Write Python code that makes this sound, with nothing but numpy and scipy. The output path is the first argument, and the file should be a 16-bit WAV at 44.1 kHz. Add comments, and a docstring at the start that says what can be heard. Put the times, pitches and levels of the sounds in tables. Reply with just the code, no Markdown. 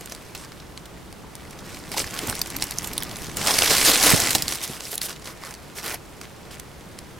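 """At the mouth of a rock crevice in the woods, someone shifts about in dry leaves close by. Pressed leaves
crackle in swarms of tiny breaks, with a hiss where they slide over each other. Stems and stiff leaves snap
singly as short, ringing bursts; sticks knock as brief, fading tones. Soft thuds, of landing weight and of one
bump far to the right at 4.135 s, are made of a low tone and a puff of noise, and dull noise makes the
shuffling. The rocks add short echoes to the crackle, snaps and knocks; filtered noise is the steady wash of the
woods."""
import sys
import numpy as np
from scipy import signal
from scipy.fft import rfft, irfft, next_fast_len
from scipy.io import wavfile
from scipy.ndimage import uniform_filter1d

SR = 44100
rng = np.random.default_rng(int(sys.argv[2]) if len(sys.argv) > 2 else 0)


def store_pcm(level_fs):
    """Save levels as 16-bit WAV."""
    pcm = np.round(np.clip(level_fs, -1, 1) * 32767).astype(np.int16)
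    wavfile.write(sys.argv[1], SR, np.atleast_2d(pcm).T)


N = 317079
TIME = np.arange(N) / SR

# tone of the distant woods: [f/Hz, relative level per hertz/dB]
WOODS_TONE = [(25, -14), (55, 0.5), (100, -6), (160, -1.5), (250, -9.5), (350, -7), (550, -11),
              (1000, -14.5), (2000, -20), (5000, -26), (10000, -30), (16000, -36)]
# stereo width of the woods: [f/Hz, side over mid/dB]
WOODS_WIDTH = [(60, -8), (200, -4), (1600, -6), (15000, -7)]
# low rubbing of the moving body: [t/s, level/dB]
SHUFFLE = [(0, -53), (1.3, -48), (1.7, -43.5), (2.3, -43), (3.3, -39), (4.1, -37), (4.45, -38.5),
           (4.7, -56), (7.19, -49.5)]
# tone of the rubbing: [f/Hz, relative level per hertz/dB]
GROUND_TONE = [(25, -2.5), (60, 0), (150, 0.5), (320, -3), (550, -13), (1200, -13), (4000, -47)]
# weight resting on the leaves, heaviest while the body moves across them: [t/s, crackle level/dB]
RESTING_WEIGHT = [(0.0, -50.5), (0.3, -53.5), (0.75, -59.5), (1.3, -60), (1.55, -52), (1.72, -52),
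                  (2.07, -43.5), (2.5, -43), (3.36, -44), (3.48, -25), (3.8, -21.5), (4.0, -23.5),
                  (4.16, -22.5), (4.33, -29.5), (4.44, -36.5), (4.72, -42.5), (4.99, -50), (5.6, -55.5),
                  (7.19, -58.5)]
# separate shoves into the leaves:
# [start t/s, length/s, crackle level/dB, body over crackle/dB, fizz over crackle/dB]
SHOVES = [(0.093, 0.04, -49, -5, -14), (0.347, 0.094, -45.5, -2.5, -10), (1.618, 0.17, -45.5, -1.5, -9),
          (1.909, 0.036, -37.5, -1, -6.5), (1.958, 0.058, -28, -5, -7), (2.093, 0.22, -41, 3.5, -5),
          (2.282, 0.021, -34.5, -2, -1), (2.315, 0.092, -41, 0.5, -13), (2.601, 0.032, -35.5, -9, -6),
          (2.812, 0.074, -43, -7, -1), (3.16, 0.089, -46, -14, -2.5), (3.354, 0.11, -31.5, -3.5, -9),
          (3.462, 0.043, -24.5, -4.5, -11), (3.692, 0.052, -21, -5, -9), (3.843, 0.054, -15, -8.5, -5),
          (3.925, 0.032, -22, -2.5, -13), (4.006, 0.12, -21, -1, -3), (4.058, 0.032, -20.5, -2.5, -8),
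          (4.469, 0.087, -33.5, -7, -4.5), (4.621, 0.024, -31, -7.5, -3.5), (4.682, 0.083, -40, -4.5, -5),
          (4.805, 0.089, -39, -15, -4.5), (4.903, 0.038, -33.5, -19, -1.5), (5.008, 0.052, -30.5, -11, -2),
          (5.078, 0.031, -36, -4.5, -6), (5.241, 0.059, -42, 1.5, -5.5), (5.406, 0.11, -44.5, 1, -5),
          (5.745, 0.056, -39, -4, -5), (5.814, 0.126, -35, 0.5, -3.5), (6.218, 0.03, -49, 3.5, -7),
          (6.502, 0.037, -44, 0, -6)]
# filter that colours the crackle: [f/Hz, gain/dB]
LEAF_TONE = [(120, -6.5), (220, 0.5), (450, 3.5), (900, 1.5), (1500, 1.5), (2100, 1), (4500, 4),
             (8500, 2.5), (13500, -0.5), (16000, -9.5)]
# filter on the side of leaves, stems and rubbing, against the mid: [f/Hz, gain/dB]
LEAF_WIDTH = [(100, -7), (300, -10), (700, -14), (1500, -17.5), (3000, -15.5), (7000, -10), (15000, -7)]
# the loudest stems and stiff leaves breaking, before a shared lift in level and a softening of brightness:
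# [t/s, level/dB, main ring f/Hz, second ring f/Hz, brightness (treble over body)/dB, fade time of the break/s]
SNAPS = [(0.0587, -35, 7960, 11200, 4, 0.0015), (0.1212, -30, 5860, 950, -2, 0.003),
         (0.149, -36, 9150, 4480, 3, 0.0024), (0.3496, -30, 4070, 2580, -1, 0.0066),
         (0.52, -39.5, 3950, 2150, -8, 0.0013), (0.6007, -40.5, 4130, 5510, -15, 0.0038),
         (0.7757, -34, 4050, 8050, -8, 0.0017), (0.856, -39.5, 3740, 9600, 0, 0.0063),
         (1.1271, -41, 4600, 8960, -7, 0.0008), (1.3538, -35, 5600, 8800, 5, 0.00038),
         (1.5888, -39.5, 3880, 5680, -4, 0.0062), (1.9174, -29.5, 9730, 4820, 4, 0.0034),
         (2.0427, -29, 2350, 10250, -19, 0.0014), (2.1907, -24.5, 3030, 7750, -1, 0.0005),
         (2.273, -28.5, 8100, 13870, 13, 0.0014), (2.2978, -21.5, 2440, 8100, -0.5, 0.0017),
         (2.3275, -27, 1580, 4220, -29, 0.00042), (2.3528, -29, 10080, 4450, 16, 0.0016),
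         (2.3924, -29, 6760, 9220, 3, 0.0022), (2.416, -17, 4800, 13300, 6.5, 0.0018),
         (2.5028, -30.5, 4130, 8700, 8, 0.0017), (2.566, -24.5, 5600, 12320, 7, 0.00068),
         (2.6233, -18, 4960, 8800, -1.5, 0.0015), (2.6402, -25.5, 7920, 13950, 15, 0.00043),
         (2.71, -26.5, 5510, 9400, 4, 0.00036), (2.7858, -20, 11200, 6130, 16, 0.00023),
         (2.8442, -26.5, 3500, 7960, 6, 0.0032), (2.8738, -28, 7750, 12580, 7.5, 0.0012),
         (2.9328, -29.5, 5170, 12060, 10, 0.0035), (2.9797, -19, 9300, 3670, 4, 0.00052),
         (3.0243, -26.5, 3730, 13700, -8, 0.0015), (3.0341, -26.5, 11280, 13780, 8, 0.0005),
         (3.3699, -22.5, 7640, 13090, 4, 0.0035), (3.4718, -15.5, 1190, 4930, 5, 0.0041),
         (3.588, -12, 5230, 8500, -2, 0.0016), (3.6213, -15.5, 2860, 4910, -22.5, 0.0012),
         (3.916, -16, 4230, 8180, -5, 0.00086), (4.1035, -13.5, 8790, 10680, 1, 0.0022),
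         (4.2008, -15.5, 7320, 11000, 5, 0.0038), (4.3065, -16, 9040, 10680, 5, 0.0098),
         (4.3501, -10.5, 4400, 7840, 5, 0.0069), (4.423, -18.5, 7050, 5360, 5, 0.00017),
         (4.4813, -19.5, 7340, 4500, 8, 0.00053), (4.523, -21.5, 6460, 10590, -3, 0.005),
         (4.8067, -31, 1000, 6630, -4, 0.0012), (4.9303, -31.5, 11800, 1850, -10, 0.0028),
         (4.9547, -26, 10500, 11890, 20, 0.002), (4.9796, -23, 11400, 3860, 4, 0.00051),
         (5.0153, -23, 14300, 4910, 7, 0.0028), (5.4366, -33.5, 1180, 5200, -27, 0.0013),
         (5.54, -36, 5250, 9130, -3.5, 0.002), (5.943, -28, 10680, 950, 13, 0.0029),
         (6.2136, -33, 1170, 9820, -7, 0.0029), (6.598, -32.5, 10600, 8900, -1, 0.0015),
         (6.9888, -34.5, 4860, 9650, -3, 0.0013)]
# sticks knocking hollowly, before a shared lift in level: [t/s, starting level/dB, ring f/Hz]
KNOCKS = [(0.122, -35, 700), (1.944, -26.5, 840), (1.968, -24, 960), (1.981, -27, 840), (4.353, -17.5, 800),
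          (5.942, -27.5, 720)]
# weight landing on the ground, and at 4.135 s a bump heard far to the right: [t/s, level of the tone before its
# rise and fade/dB, f/Hz, left over right/dB]
THUDS = [(2.232, -26.5, 330, 1), (2.276, -22, 250, 0.0), (2.283, -21, 96, -2), (2.309, -28, 72.7, -2.0),
         (3.71, -17, 468, 0.0), (4.135, -11, 165, -22.5), (4.352, -17.5, 189, -7), (4.696, -25, 185, 0),
         (4.928, -29, 430, -2)]
# echoes from the rock faces: [delay t/s, level/dB]
ROCK_ECHOES = [(.0027, -27), (.0062, -27)]
# lean of everything near, to the right where negative: [f/Hz, left over right/dB]
NEAR_LEAN = [(300, -.5), (2000, -.6), (6000, -1.5), (13000, -2.3)]

BODY_EDGE_HZ, FIZZ_EDGE_HZ, CUT_HZ = 2500, 9000, 16000
# resting leaves: body and fizz over crackle at a middling weight; light stirring is duller than a hard crush
MIDDLING_DB, BODY_DB, FIZZ_DB, BODY_DB_PER_DB = -43, -1, -6.5, -0.1541
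# a shove builds over this share of its length, and dies away with this time constant
SHOVE_RISE_SHARE, SHOVE_RELEASE_S = 0.29, .014
# lesser stems: mean number a second, level at a middling weight before the shared lift, growth with weight
STRAYS_PER_S, STRAY_DB, STRAY_DB_PER_DB = 7.2, -34, 0.6858


def amp(db):
    """Decibels to gain."""
    return 10 ** (np.asarray(db) / 20)


def unit(x):
    """Scales a mid-side pair so that the mid has an average (rms) level of 1."""
    return x / np.sqrt(np.mean(x[0] ** 2) + 1e-20)


def read(points, hz):
    """Reads between the points of a table, spacing frequencies as the ear does (by ratio)."""
    f, value = np.transpose(points)
    return np.interp(np.log(hz + 1), np.log(f + 1), value)


def shaped(x, gain):
    """Filters x by a gain given as a function of frequency."""
    size = next_fast_len(x.shape[-1] + 2048)
    spectrum = rfft(x, size) * gain(np.fft.rfftfreq(size, 1 / SR))
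    return irfft(spectrum, size)[..., :x.shape[-1]]


def coloured(pair, tone, width):
    """Filters a mid-side pair for tone, and its side alone for stereo width."""
    def gain(hz):
        mid_and_side = np.array([np.ones_like(hz), amp(read(width, hz))])
        return amp(read(tone, hz)) * mid_and_side
    return unit(shaped(pair, gain))


def drift(rate_hz):
    """Slow random wander of rms 1, mostly below the given rate."""
    return unit(shaped(rng.standard_normal((1, N)), lambda hz: 1 / (1 + (hz / rate_hz) ** 4)))[0]


def add(mix, s, sound):
    """Adds a sound to the mix at a time in seconds."""
    part = mix[:, max(round(s * SR), 0):][:, :sound.shape[1]]
    part += sound[:, :part.shape[1]]


def woods(level_db=-44.5):
    """The steady wash of distant air: noise filtered to a dull tone."""
    return amp(level_db) * coloured(rng.standard_normal((2, N)), WOODS_TONE, WOODS_WIDTH)


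def shuffle(lumpy_db=2):
    """Dull, uneven rubbing while the body moves: low noise whose level wanders."""
    level = np.interp(TIME, *np.transpose(SHUFFLE))
    rubbing = coloured(rng.standard_normal((2, N)), GROUND_TONE, LEAF_WIDTH)
    return amp(level + lumpy_db * drift(29)) * rubbing


def weight(t):
    """Crackle level in dB that the resting weight alone makes."""
    return np.interp(t, *np.transpose(RESTING_WEIGHT))


def pressure():
    """Shoves rise, hold and let go on top of the resting weight; gives crackle, and body and fizz over it, in dB."""
    rest = weight(TIME)
    rest_body = rest + BODY_DB + BODY_DB_PER_DB * (rest - MIDDLING_DB)
    power = amp([rest, rest_body, rest + FIZZ_DB]) ** 2
    t = np.arange(SR // 2) / SR
    for s, length, db, body_db, fizz_db in SHOVES:
        rise = np.minimum(t / (SHOVE_RISE_SHARE * length), 1)
        release = np.exp(-np.maximum(t - length, 0) / SHOVE_RELEASE_S)
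        add(power, s, np.outer(amp([db, db + body_db, db + fizz_db]), rise * release) ** 2)
    level, body, fizz = 10 * np.log10(power)
    return level, body - level, fizz - level


def fracture(rings, length, q, tail_db, tail_s):
    """One break: a sharp burst that sounds its rings (f/Hz, level/dB) and scatters briefly through the litter."""
    t = np.arange(1500) / SR
    envelope = np.exp(-t / max(length, 1e-5)) + amp(tail_db) * np.exp(-t / tail_s)
    random_signs = rng.choice([-1., 1.], (2, len(t)))
    burst = envelope * random_signs * rng.uniform(0.66, 1, (2, len(t)))
    sound = burst.copy()
    for hz, db in rings:
        resonance = signal.iirpeak(min(hz, CUT_HZ), max(q, 1), SR)
        sound += amp(db) * signal.lfilter(*resonance, burst)
    return sound / np.linalg.norm(sound, axis=1, keepdims=True)


def swarm(per_s, spread_db, cap, turn_db, count=28):
    """Many leaves, each with its own ring, take turns breaking: mostly tiny cracks, a few large."""
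    at = np.flatnonzero(rng.random(N) < per_s / SR)
    size = amp(spread_db * np.minimum(rng.exponential(1, N), cap))
    leaf = rng.integers(0, count, N)
    out = np.zeros((2, N + 1500))
    strain = drift(10.3)  # every leaf reads this wander from its own starting point
    for k, hz in enumerate(np.geomspace(2000, 14000, count)):
        length = .00035 * rng.uniform(.4, 2)
        grain = fracture([(hz, 8)], length, q=3, tail_db=-17, tail_s=.004)
        for i in at[leaf[at] == k]:
            turn = amp(turn_db * strain[(i + k * N // count) % N])
            out[:, i:i + grain.shape[1]] += size[i] * turn * grain
    return out[:, :N]


def sliding(patchy_db):
    """Leaves rubbing on each other make a hiss whose resonances come and go as the contacts change."""
    z = signal.stft(rng.standard_normal((2, N)), nperseg=256)[2]
    patches = rng.standard_normal(z.shape[1:])
    # smooth across frequency (axis 0) and time (axis 1)
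    for axis, size in [(0, 3), (0, 4), (1, 10), (1, 14)]:
        patches = uniform_filter1d(patches, size, axis)
    patchy = z * amp(patchy_db * patches / patches.std())
    return unit(signal.istft(patchy, nperseg=256)[1][:, :N])


def rustle(clump_db=0.15):
    """Harder pressure breaks more leaves a second; leaves sliding over each other fill the gaps."""
    level, body, fizz = pressure()
    per_s = np.clip(2400 * amp(.25 * (level + 30)), 50, 5000)
    # the division stops a busier swarm from being louder by number alone
    grains = unit(swarm(per_s, spread_db=4.4, cap=4.4, turn_db=2) / np.sqrt(per_s))
    sound = grains + amp(-2) * sliding(patchy_db=2.8)
    sound = coloured(sound * amp(clump_db * drift(53)), LEAF_TONE, LEAF_WIDTH)
    # split into low body, crisp middle and high fizz
    low = shaped(sound, lambda hz: 1 / (1 + (hz / BODY_EDGE_HZ) ** 6))
    high = shaped(sound, lambda hz: 1 / (1 + (FIZZ_EDGE_HZ / (hz + 1)) ** 10))
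    # more fizz leaves less power for the middle
    crisp = unit(sound - low - high) * np.sqrt(np.clip(1 - amp(fizz) ** 2, .1, 1))
    # light stirring is scattered, a hard crush comes from one spot
    spread = np.array([np.ones(N), amp(-.2 * (level + 35))])
    return amp(level) * (crisp + amp(body) * unit(low) * spread + amp(fizz) * unit(high))


def strays(spread_db=1.5, low_hz=3000, high_hz=8000, overtone=1.63, bright_spread_db=6, length_s=0.0022):
    """Rows like SNAPS for lesser stems breaking by chance: thickness varies, and few break under a light touch."""
    chance = np.cumsum(amp(np.minimum(weight(TIME), MIDDLING_DB)))
    count = max(round(STRAYS_PER_S * N / SR), 1)
    when, force, thin, tough = rng.random((count, 4)).T
    s = np.interp(when, chance / chance[-1], TIME)
    db = STRAY_DB + STRAY_DB_PER_DB * (weight(s) - MIDDLING_DB) + spread_db * (2 * force - 1)
    hz = low_hz * (high_hz / low_hz) ** thin
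    bright_db = bright_spread_db * (2 * thin - 1)
    return list(zip(s, db, hz, overtone * hz, bright_db, length_s * (.5 + tough)))


def snaps(lift_db=23, tilt=0.46, first_give_db=-14):
    """Each stem gives a little, then breaks with its own rings; thin ones are brighter."""
    out = np.zeros((2, N))
    for s, db, hz, second_hz, bright_db, length in list(SNAPS) + strays():
        # a long tear runs through many fibres and rings less clearly
        ring_db = 7 - 1500 * length
        crack = fracture([(hz, ring_db), (second_hz, ring_db)], length, q=6, tail_db=-20, tail_s=.004)
        treble_db = tilt * bright_db  # raises the treble and lowers the body alike
        tone = [(100, -29), (600, -1 - treble_db), (1500, -treble_db),
                (4500, 2.5), (11000, treble_db - 3.5), (16000, treble_db - 8)]
        crack = coloured(crack, tone, LEAF_WIDTH)
        crack *= amp(db + lift_db) / np.linalg.norm(crack[0])
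        add(out, s - rng.uniform(.001, .003), amp(first_give_db) * crack)
        add(out, s, crack)
    return out


def knocks(lift_db=4, t60_s=0.026):
    """A stick is tapped and rings briefly on one tone, falling 60 dB in t60_s, in the middle of the stereo."""
    out, t = np.zeros((2, N)), np.arange(SR // 10) / SR
    for s, db, hz in KNOCKS:
        ring = amp(db + lift_db - 60 * t / t60_s) * np.sin(2 * np.pi * hz * t)
        add(out, s, np.outer([1, 0], ring))
    return out


def thuds(grit_db=-5, rise_s=0.0016, push_t60_s=0.051, puff_t60_s=0.094, scatter_db=-2):
    """A damped push into soft ground, or a bump off to one side, with a dull puff of noise around the same
    pitch that settles more slowly."""
    out, t = np.zeros((2, N)), np.arange(SR // 4) / SR
    for s, db, hz, pan_db in THUDS:
        aside = (amp(pan_db) - 1) / (amp(pan_db) + 1)
        noise = rng.standard_normal((2, len(t)))
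        litter = unit(shaped(noise, lambda f: (f / hz) ** 2 / (1 + (f / hz) ** 3.5)))
        puff = litter * amp(grit_db - 60 * t / puff_t60_s)
        push = np.sin(2 * np.pi * hz * t) * amp(-60 * t / push_t60_s)
        mid = push + puff[0]
        side = aside * (mid + amp(scatter_db) * puff[1])  # the further a thud sits to one side, the wider its scatter
        add(out, s, np.array([mid, side]) * amp(db) * (1 - np.exp(-t / rise_s)))
    return out


def crevice(pair, tail_db=-17, t60_s=0.061):
    """Near rock faces return single echoes, then a short blurred tail that falls 60 dB in t60_s."""
    t = np.arange(SR // 4) / SR
    after_first_echo = t > ROCK_ECHOES[0][0]
    tail = rng.standard_normal((2, len(t))) * amp(-60 * t / t60_s) * after_first_echo
    tail *= amp(tail_db) / np.linalg.norm(tail[0]) * np.array([[1], [.6]])
    out = pair + signal.fftconvolve(pair[:1], tail, axes=1)[:, :N]
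    for delay, db in ROCK_ECHOES:
        add(out, delay, amp(db) * pair)
    return out


def left_right(pair, lean):
    """Turns mid and side into left and right, leaning to one side by half the lean up and half down."""
    both = np.array([pair[0] + pair[1], pair[0] - pair[1]])
    return shaped(both, lambda hz: amp(np.array([[.5], [-.5]]) * read(lean, hz)))


def scene():
    """Leaves and footing near the rocks, over the wash of the woods."""
    echoing = crevice(rustle() + snaps() + knocks())
    near = echoing + thuds() + shuffle()
    woods_lean = [(100, -.4), (1500, -1.1)]  # f/Hz, left over right/dB
    return left_right(near, NEAR_LEAN) + left_right(woods(), woods_lean)


def record(dry):
    """Soft overload rounds the highest peaks, then a filter removes the top of the treble."""
    held = 1.1 * np.tanh(dry / 1.1)
    low_pass = signal.firwin(401, CUT_HZ, window=("kaiser", 9), fs=SR)
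    return signal.oaconvolve(held, low_pass[None], "same")


dry = scene()
out = record(dry)
store_pcm(out)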